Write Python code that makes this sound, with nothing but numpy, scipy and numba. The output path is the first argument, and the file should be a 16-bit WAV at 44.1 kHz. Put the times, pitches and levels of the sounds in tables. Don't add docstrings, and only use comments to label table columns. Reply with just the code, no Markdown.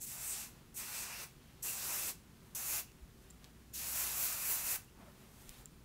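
import sys
import numpy as np
from scipy import signal
from scipy.fft import rfft, irfft
from scipy.io import wavfile
from scipy.ndimage import uniform_filter1d
from numba import njit

SR = 44100
rng = np.random.default_rng(int(sys.argv[2]) if len(sys.argv) > 2 else 0)


def to_wav(s):
    ch = np.atleast_2d(s).T
    pcm = np.round(np.clip(ch, -1, 1) * 32767)
    wavfile.write(sys.argv[1], SR, pcm.astype(np.int16))


N = 257544
TIME = np.arange(N) / SR
FREQ = np.arange(N // 2 + 1) * SR / N + 1

# centre t/s, jet swell/dB (negative: dip), length/s,
# mist swell/dB, bright band rms at its height/dB, bright band f/Hz
SWINGS = [(0.225, 1.5, 0.1, 1, -54, 7700), (0.307, 4.5, 0.19, 1, -44, 8300),
          (0.991, 5, 0.16, 3, -49.5, 7800), (1.166, -2.5, 0.18, 2, -55.5, 5160),
          (1.924, 3, 0.16, 4, -50, 6100), (2.082, 3, .1, 3, -58, 7500), (2.735, 6, .15, 6, -49, 7040),
          (3.8, 1, .14, 0, -56, 7200), (3.998, 6, 0.14, 3.5, -43.5, 13600),
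          (4.234, 6, 0.19, 3.5, -41, 14200), (4.523, 5, 0.19, 4, -40, 14300),
          (4.727, 7, 0.11, 5, -53, 13000)]
# f/Hz, relative density/dB per Hz
RUMBLE = [(12, -24), (20, -6.5), (49, -5), (137, -4.5), (197, -6), (326, -13.5), (375, -16), (496, -19),
          (586, -24.5), (819, -25), (916, -24.5), (1020, -23.5), (15800, -35)]
RUMBLE_RMS_DB = -61


def spray():
    # f/Hz, density/dB per Hz
    jet_density = [(180, -1.5), (400, -11), (800, -9), (1750, -7.5), (2700, -4.5), (3100, -12), (5000, -8),
                   (6200, -0.5), (8700, -0.5), (10500, 1.5), (13400, 1.5), (14600, 0), (15700, -1)]
    # low edge f/Hz, high edge f/Hz
    band_edges_hz = [(9000, 17000), (5500, 9000), (3000, 5500), (1600, 3000), (600, 1600), (320, 600)]
    nozzle_width_hz, nozzle_trim_db, flicker_db = 2250, -4.5, 1.25
    cap_hz, cap_width_hz, cap_re_upper_mist_db = (2435, 2630), 100, -12.5

    bands_db, nozzle_hz, opening = valve()
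    stutter_db = -6 * np.exp(-((TIME - .06) / .006) ** 2)
    sputter_db = .5 * walk(60) + stutter_db

    bore = svf(rng.standard_normal(N), nozzle_hz, nozzle_width_hz)
    bore = svf(bore, nozzle_hz, nozzle_width_hz)
    out = undb(bands_db[1] + nozzle_trim_db + sputter_db) * unit(bore)

    trims_db = (0, -3.5, 0, 0, 0, 0)
    for (lo_hz, hi_hz), band_db, trim_db in zip(band_edges_hz, bands_db, trims_db):
        level_db = band_db + trim_db + sputter_db + flicker_db * walk(24.87)
        out = out + undb(level_db) * noise(shape(jet_density) * band(lo_hz, hi_hz, order=6))

    for hz in cap_hz:
        level_db = bands_db[3] + cap_re_upper_mist_db + 3.2 * walk(20)
        out = out + undb(level_db) * noise(peak(hz, cap_width_hz))
    return opening * out


def valve():
    # opens t/s, shuts t/s, hiss/dB, nozzle re hiss/dB (before the nozzle trim),
    # mist re hiss/dB, middle re hiss/dB, low rush re mist/dB, nozzle f/Hz, attack/s, first spurt/dB,
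    # mist arrives after/s, closing/s
    sprays = [(0.002, 0.441, -50, -1.5, -12.5, -5.5, -10.5, 7800, 0.016, 3, 0.099, 0.11),
              (0.742, 1.238, -50, -2.5, -9, -3.5, -12, 8100, 0.034, 4.5, 0.039, 0.074),
              (1.624, 2.104, -44.5, -3, -14, -7, -6.5, 7740, 0.0056, 3.5, 0.017, 0.043),
              (2.548, 2.799, -44.5, -4.5, -15, -8, -9, 6900, 0.0017, 2, 0.0055, 0.046),
              (3.734, 4.761, -44.5, -3.5, -13, -7, -10, 7400, 0.0056, -2.5, 0.056, 0.03)]
    spurt_s, spurt_nozzle_share = 0.08, 1.6
    mist_start_db, closing_db = -17.5, -27.5
    swing_nozzle_share, swing_middle_share = 0.9, 0.58
    lag_middle_share, lag_upper_mist_share = 0.27, 0.51
    upper_mist_re_mist_db = 1.5
    crack_open = 0.21

    rows = np.array(sprays)
    which = np.clip(np.searchsorted(rows[:, 0], TIME) - 1, 0, None)
    (opens, shuts, hiss_db, nozzle_db, mist_db, middle_db, low_db,
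     nozzle_hz, attack_s, spurt_db, arrives_s, closing_s) = rows[which].T

    since_s = np.maximum(TIME - opens, 0)
    spurt_db = spurt_db * np.exp(-(since_s / spurt_s) ** 2)
    lag_db = mist_start_db * np.exp(-(since_s / arrives_s) ** 3)
    swing_db = sum(row[1] * swell(row[0], row[2]) for row in SWINGS)
    mist_swing_db = sum(row[3] * swell(row[0], row[2]) for row in SWINGS)

    hiss_db = hiss_db + closing_db * np.maximum(TIME - shuts, 0) / closing_s
    mist_db = hiss_db + mist_db + mist_swing_db
    bands_db = (
        hiss_db + swing_db + spurt_db,
        hiss_db + nozzle_db + swing_nozzle_share * swing_db + spurt_nozzle_share * spurt_db,
        hiss_db + middle_db + swing_middle_share * swing_db + lag_middle_share * lag_db,
        mist_db + upper_mist_re_mist_db + lag_upper_mist_share * lag_db,
        mist_db + lag_db,
        mist_db + low_db + lag_db)
    opening = (since_s > 0) * np.minimum(crack_open + (since_s / attack_s) ** 2, 1)
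    return bands_db, nozzle_hz, opening


def swing_beams():
    width_share, length_share = 0.26, 0.67
    out = np.zeros(N)
    for s, _, length_s, _, db, hz in SWINGS:
        out += undb(db) * noise(peak(hz, width_share * hz)) * swell(s, length_share * length_s)
    return out


def whistles():
    whistle_rows = [(1.137, -58, 2720, 0.17), (1.688, -51.5, 2740, 0.047), (1.962, -57, 2600, 0.066),
                    (2.78, -56, 2580, .03), (2.892, -68, 2720, .04), (3.734, -60, 6900, .011),
                    (4.89, -70, 2800, .02)]
    width_hz = 260
    out = np.zeros(N)
    for s, db, hz, length_s in whistle_rows:
        out += undb(db) * noise(peak(hz, width_hz)) * swell(s, length_s)
    return out


def comb():
    # cloth/dB, brush/dB, swish/dB
    floor_db = (-75.5, -83.5, -76.5)
    # centre t/s, length/s, cloth/dB, brush/dB, swish/dB
    strokes = [(0.54, 0.23, -74, -80, -82), (1.554, 0.53, -81, -76.5, -85), (2.474, .2, -80, -84, -79),
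               (3.27, 0.17, -80, -78, -78), (3.457, .08, -71.5, -73, -78), (5.012, 0.072, -65, -89, -80),
               (5.08, 0.067, -65, -88, -77), (5.215, 0.13, -70, -74, -73), (5.415, 0.23, -74.5, -75, -66.5),
               (5.526, .12, -71.5, -66, -66.5), (5.602, 0.067, -71, -76, -66.5)]

    def stroke_gain(k):
        return undb(floor_db[k]) + sum(undb(row[2 + k]) * swell(*row[:2]) for row in strokes)

    cloth = stroke_gain(0) * undb(1.4 * walk(70)) * noise(band(120, 1360, order=2))
    brush = stroke_gain(1) * undb(1.2 * walk(60)) * noise(band(2300, 3800, order=3))
    swish = stroke_gain(2) * undb(.8 * walk(80)) * noise(band(6000, 14000, order=2))
    return cloth + brush + swish


def snaps():
    # t/s, peak before the high-pass/dB, f/Hz
    snap_rows = [(2.919, -44, 6000), (3.358, -58, 3000), (3.4438, -34.5, 4430), (3.449, -41, 3500),
                 (3.456, -56, 8000), (4.846, -41, 10800), (5.4933, -25, 8000), (5.614, -50, 11500),
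                 (5.664, -49, 2300)]
    decay_cycles = 0.53
    out, t = np.zeros(N), TIME[:2048]
    for s, db, hz in snap_rows:
        add(out, s, undb(db) * np.cos(2 * np.pi * hz * t) * np.exp(-t * hz / decay_cycles))
    return signal.sosfilt(signal.butter(2, 1800, 'high', fs=SR, output='sos'), out)


def ticks():
    # t/s, level/dB, ring length as a share of the free ring
    tick_rows = [(3.3032, -44, .5), (3.307, -49, 2.1), (5.6571, -37.5, 0.94)]
    # f/Hz, level re tick/dB, t60/s
    modes = [(7480, 1, 0.011), (8800, 0.5, 0.0038), (10300, 1, .002), (12000, 0, .002), (13600, -2, .002),
             (15000, -7, .003)]
    out, t = np.zeros(N), TIME[:2048]
    contact = 1 - np.exp(-t / .0001)
    for s, db, free_share in tick_rows:
        ring = sum(undb(mode_db) * np.sin(2 * np.pi * hz * t) * 1000. ** (-t / (free_share * t60_s))
                   for hz, mode_db, t60_s in modes)
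        add(out, s, undb(db) * contact * ring)
    return out


def thumps():
    thump_rows = [(3.035, -46.5, 59, 0.028), (5.002, -52, 240, .012), (5.032, -51, 170, 0.015),
                  (5.084, -58, 604, 0.016), (5.5, -52, 25, 0.045), (5.615, -51.5, 50, .04)]
    return sum(undb(db) * np.sin(2 * np.pi * hz * (TIME - s)) * swell(s, length_s)
               for s, db, hz, length_s in thump_rows)


def hum():
    # t/s, level before the waver/dB
    hum_level = [(0.0, -65), (1.5, -71.5), (1.7, -62.5), (2.6, -64.5), (3.4, -64), (3.55, -60.5),
                 (4.3, -59), (4.7, -64), (5.84, -64)]
    hum_hz, wander_rms_hz, waver_rms_db = 59.5, 2.53, 2
    s, db = np.transpose(hum_level)
    tone = np.sin(2 * np.pi * np.cumsum(hum_hz + wander_rms_hz * walk(8)) / SR)
    return undb(np.interp(TIME, s, db) + waver_rms_db * walk(6)) * tone


def drones():
    # f/Hz, width/Hz, rms/dB
    drone_rows = [(129, 36, -70.5), (229.9, 14, -74), (381, 15, -76.5)]
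    return sum(undb(db) * noise(peak(hz, width_hz)) for hz, width_hz, db in drone_rows)


def rumble():
    return undb(RUMBLE_RMS_DB) * noise(shape(RUMBLE))


def rumble_side():
    # f/Hz, side re mid rumble/dB
    side_re_mid = [(30, -17.5), (300, -26), (700, -22.5), (1200, -50), (15000, -70)]
    return undb(RUMBLE_RMS_DB) * irfft(rfft(noise(shape(RUMBLE))) * shape(side_re_mid), N)


def room(x):
    t60_s, late_t60_s, late_db = 0.25, 0.59, -24
    t = TIME[:SR // 2]
    dense = rng.standard_normal(len(t))
    low = signal.sosfilt(signal.butter(2, 8000, fs=SR, output="sos"), dense)
    tail = low * 1000. ** (-t / t60_s)
    tail += (dense - low) * 1000. ** (-t / (0.7 * t60_s))
    tail += undb(late_db) * dense * 1000. ** (-t / late_t60_s)
    tail *= t > .004
    return signal.fftconvolve(x, tail / np.sqrt(np.sum(tail ** 2)))[:N]


def undb(db):
    return 10 ** (np.asarray(db) / 20)


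def unit(x):
    return x / np.sqrt(np.mean(x ** 2))


def shape(points):
    hz, db = np.transpose(points)
    return undb(np.interp(np.log(FREQ), np.log(hz), db))


def band(lo_hz, hi_hz, order):
    return 1 / np.sqrt((1 + (lo_hz / FREQ) ** (2 * order)) * (1 + (FREQ / hi_hz) ** (2 * order)))


def peak(hz, width_hz):
    return 1 / (1 + ((FREQ - hz) / (width_hz / 2)) ** 2)


def noise(gain):
    return unit(irfft(rfft(rng.standard_normal(N)) * gain, N))


def walk(rate_hz):
    k = int(SR / rate_hz)
    steps = np.repeat(rng.standard_normal(N // k + 1), k)
    return unit(uniform_filter1d(uniform_filter1d(steps, k), k)[:N])


def swell(s, length_s):
    return np.exp(-(2 * (TIME - s) / length_s) ** 2)


def add(out, s, sound):
    i = int(s * SR)
    out[i:i + len(sound)] += sound[:N - i]


@njit
def svf(x, hz, width):
    y, b, l = np.empty(len(x)), 0., 0.
    for i in range(len(x)):
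        g, k = np.tan(np.pi * hz[i] / SR), width / hz[i]
        v = (b + g * (x[i] - l)) / (1 + g * (g + k))
        b, l, y[i] = 2 * v - b, l + 2 * g * v, k * v
    return y


def scene():
    jet = spray() + swing_beams() + whistles()
    clicks = snaps() + ticks()
    tail = room(undb(-9.5) * jet + undb(-21) * clicks)
    background = rumble() + drones() + hum()
    mid = jet + clicks + tail + comb() + thumps() + background
    side = rumble_side()
    return np.array([mid + side, mid - side])


def record(dry):
    top_hz = 15720
    return signal.sosfilt(signal.ellip(14, .2, 65, top_hz, fs=SR, output="sos"), dry)


dry = scene()
out = record(dry)
to_wav(out)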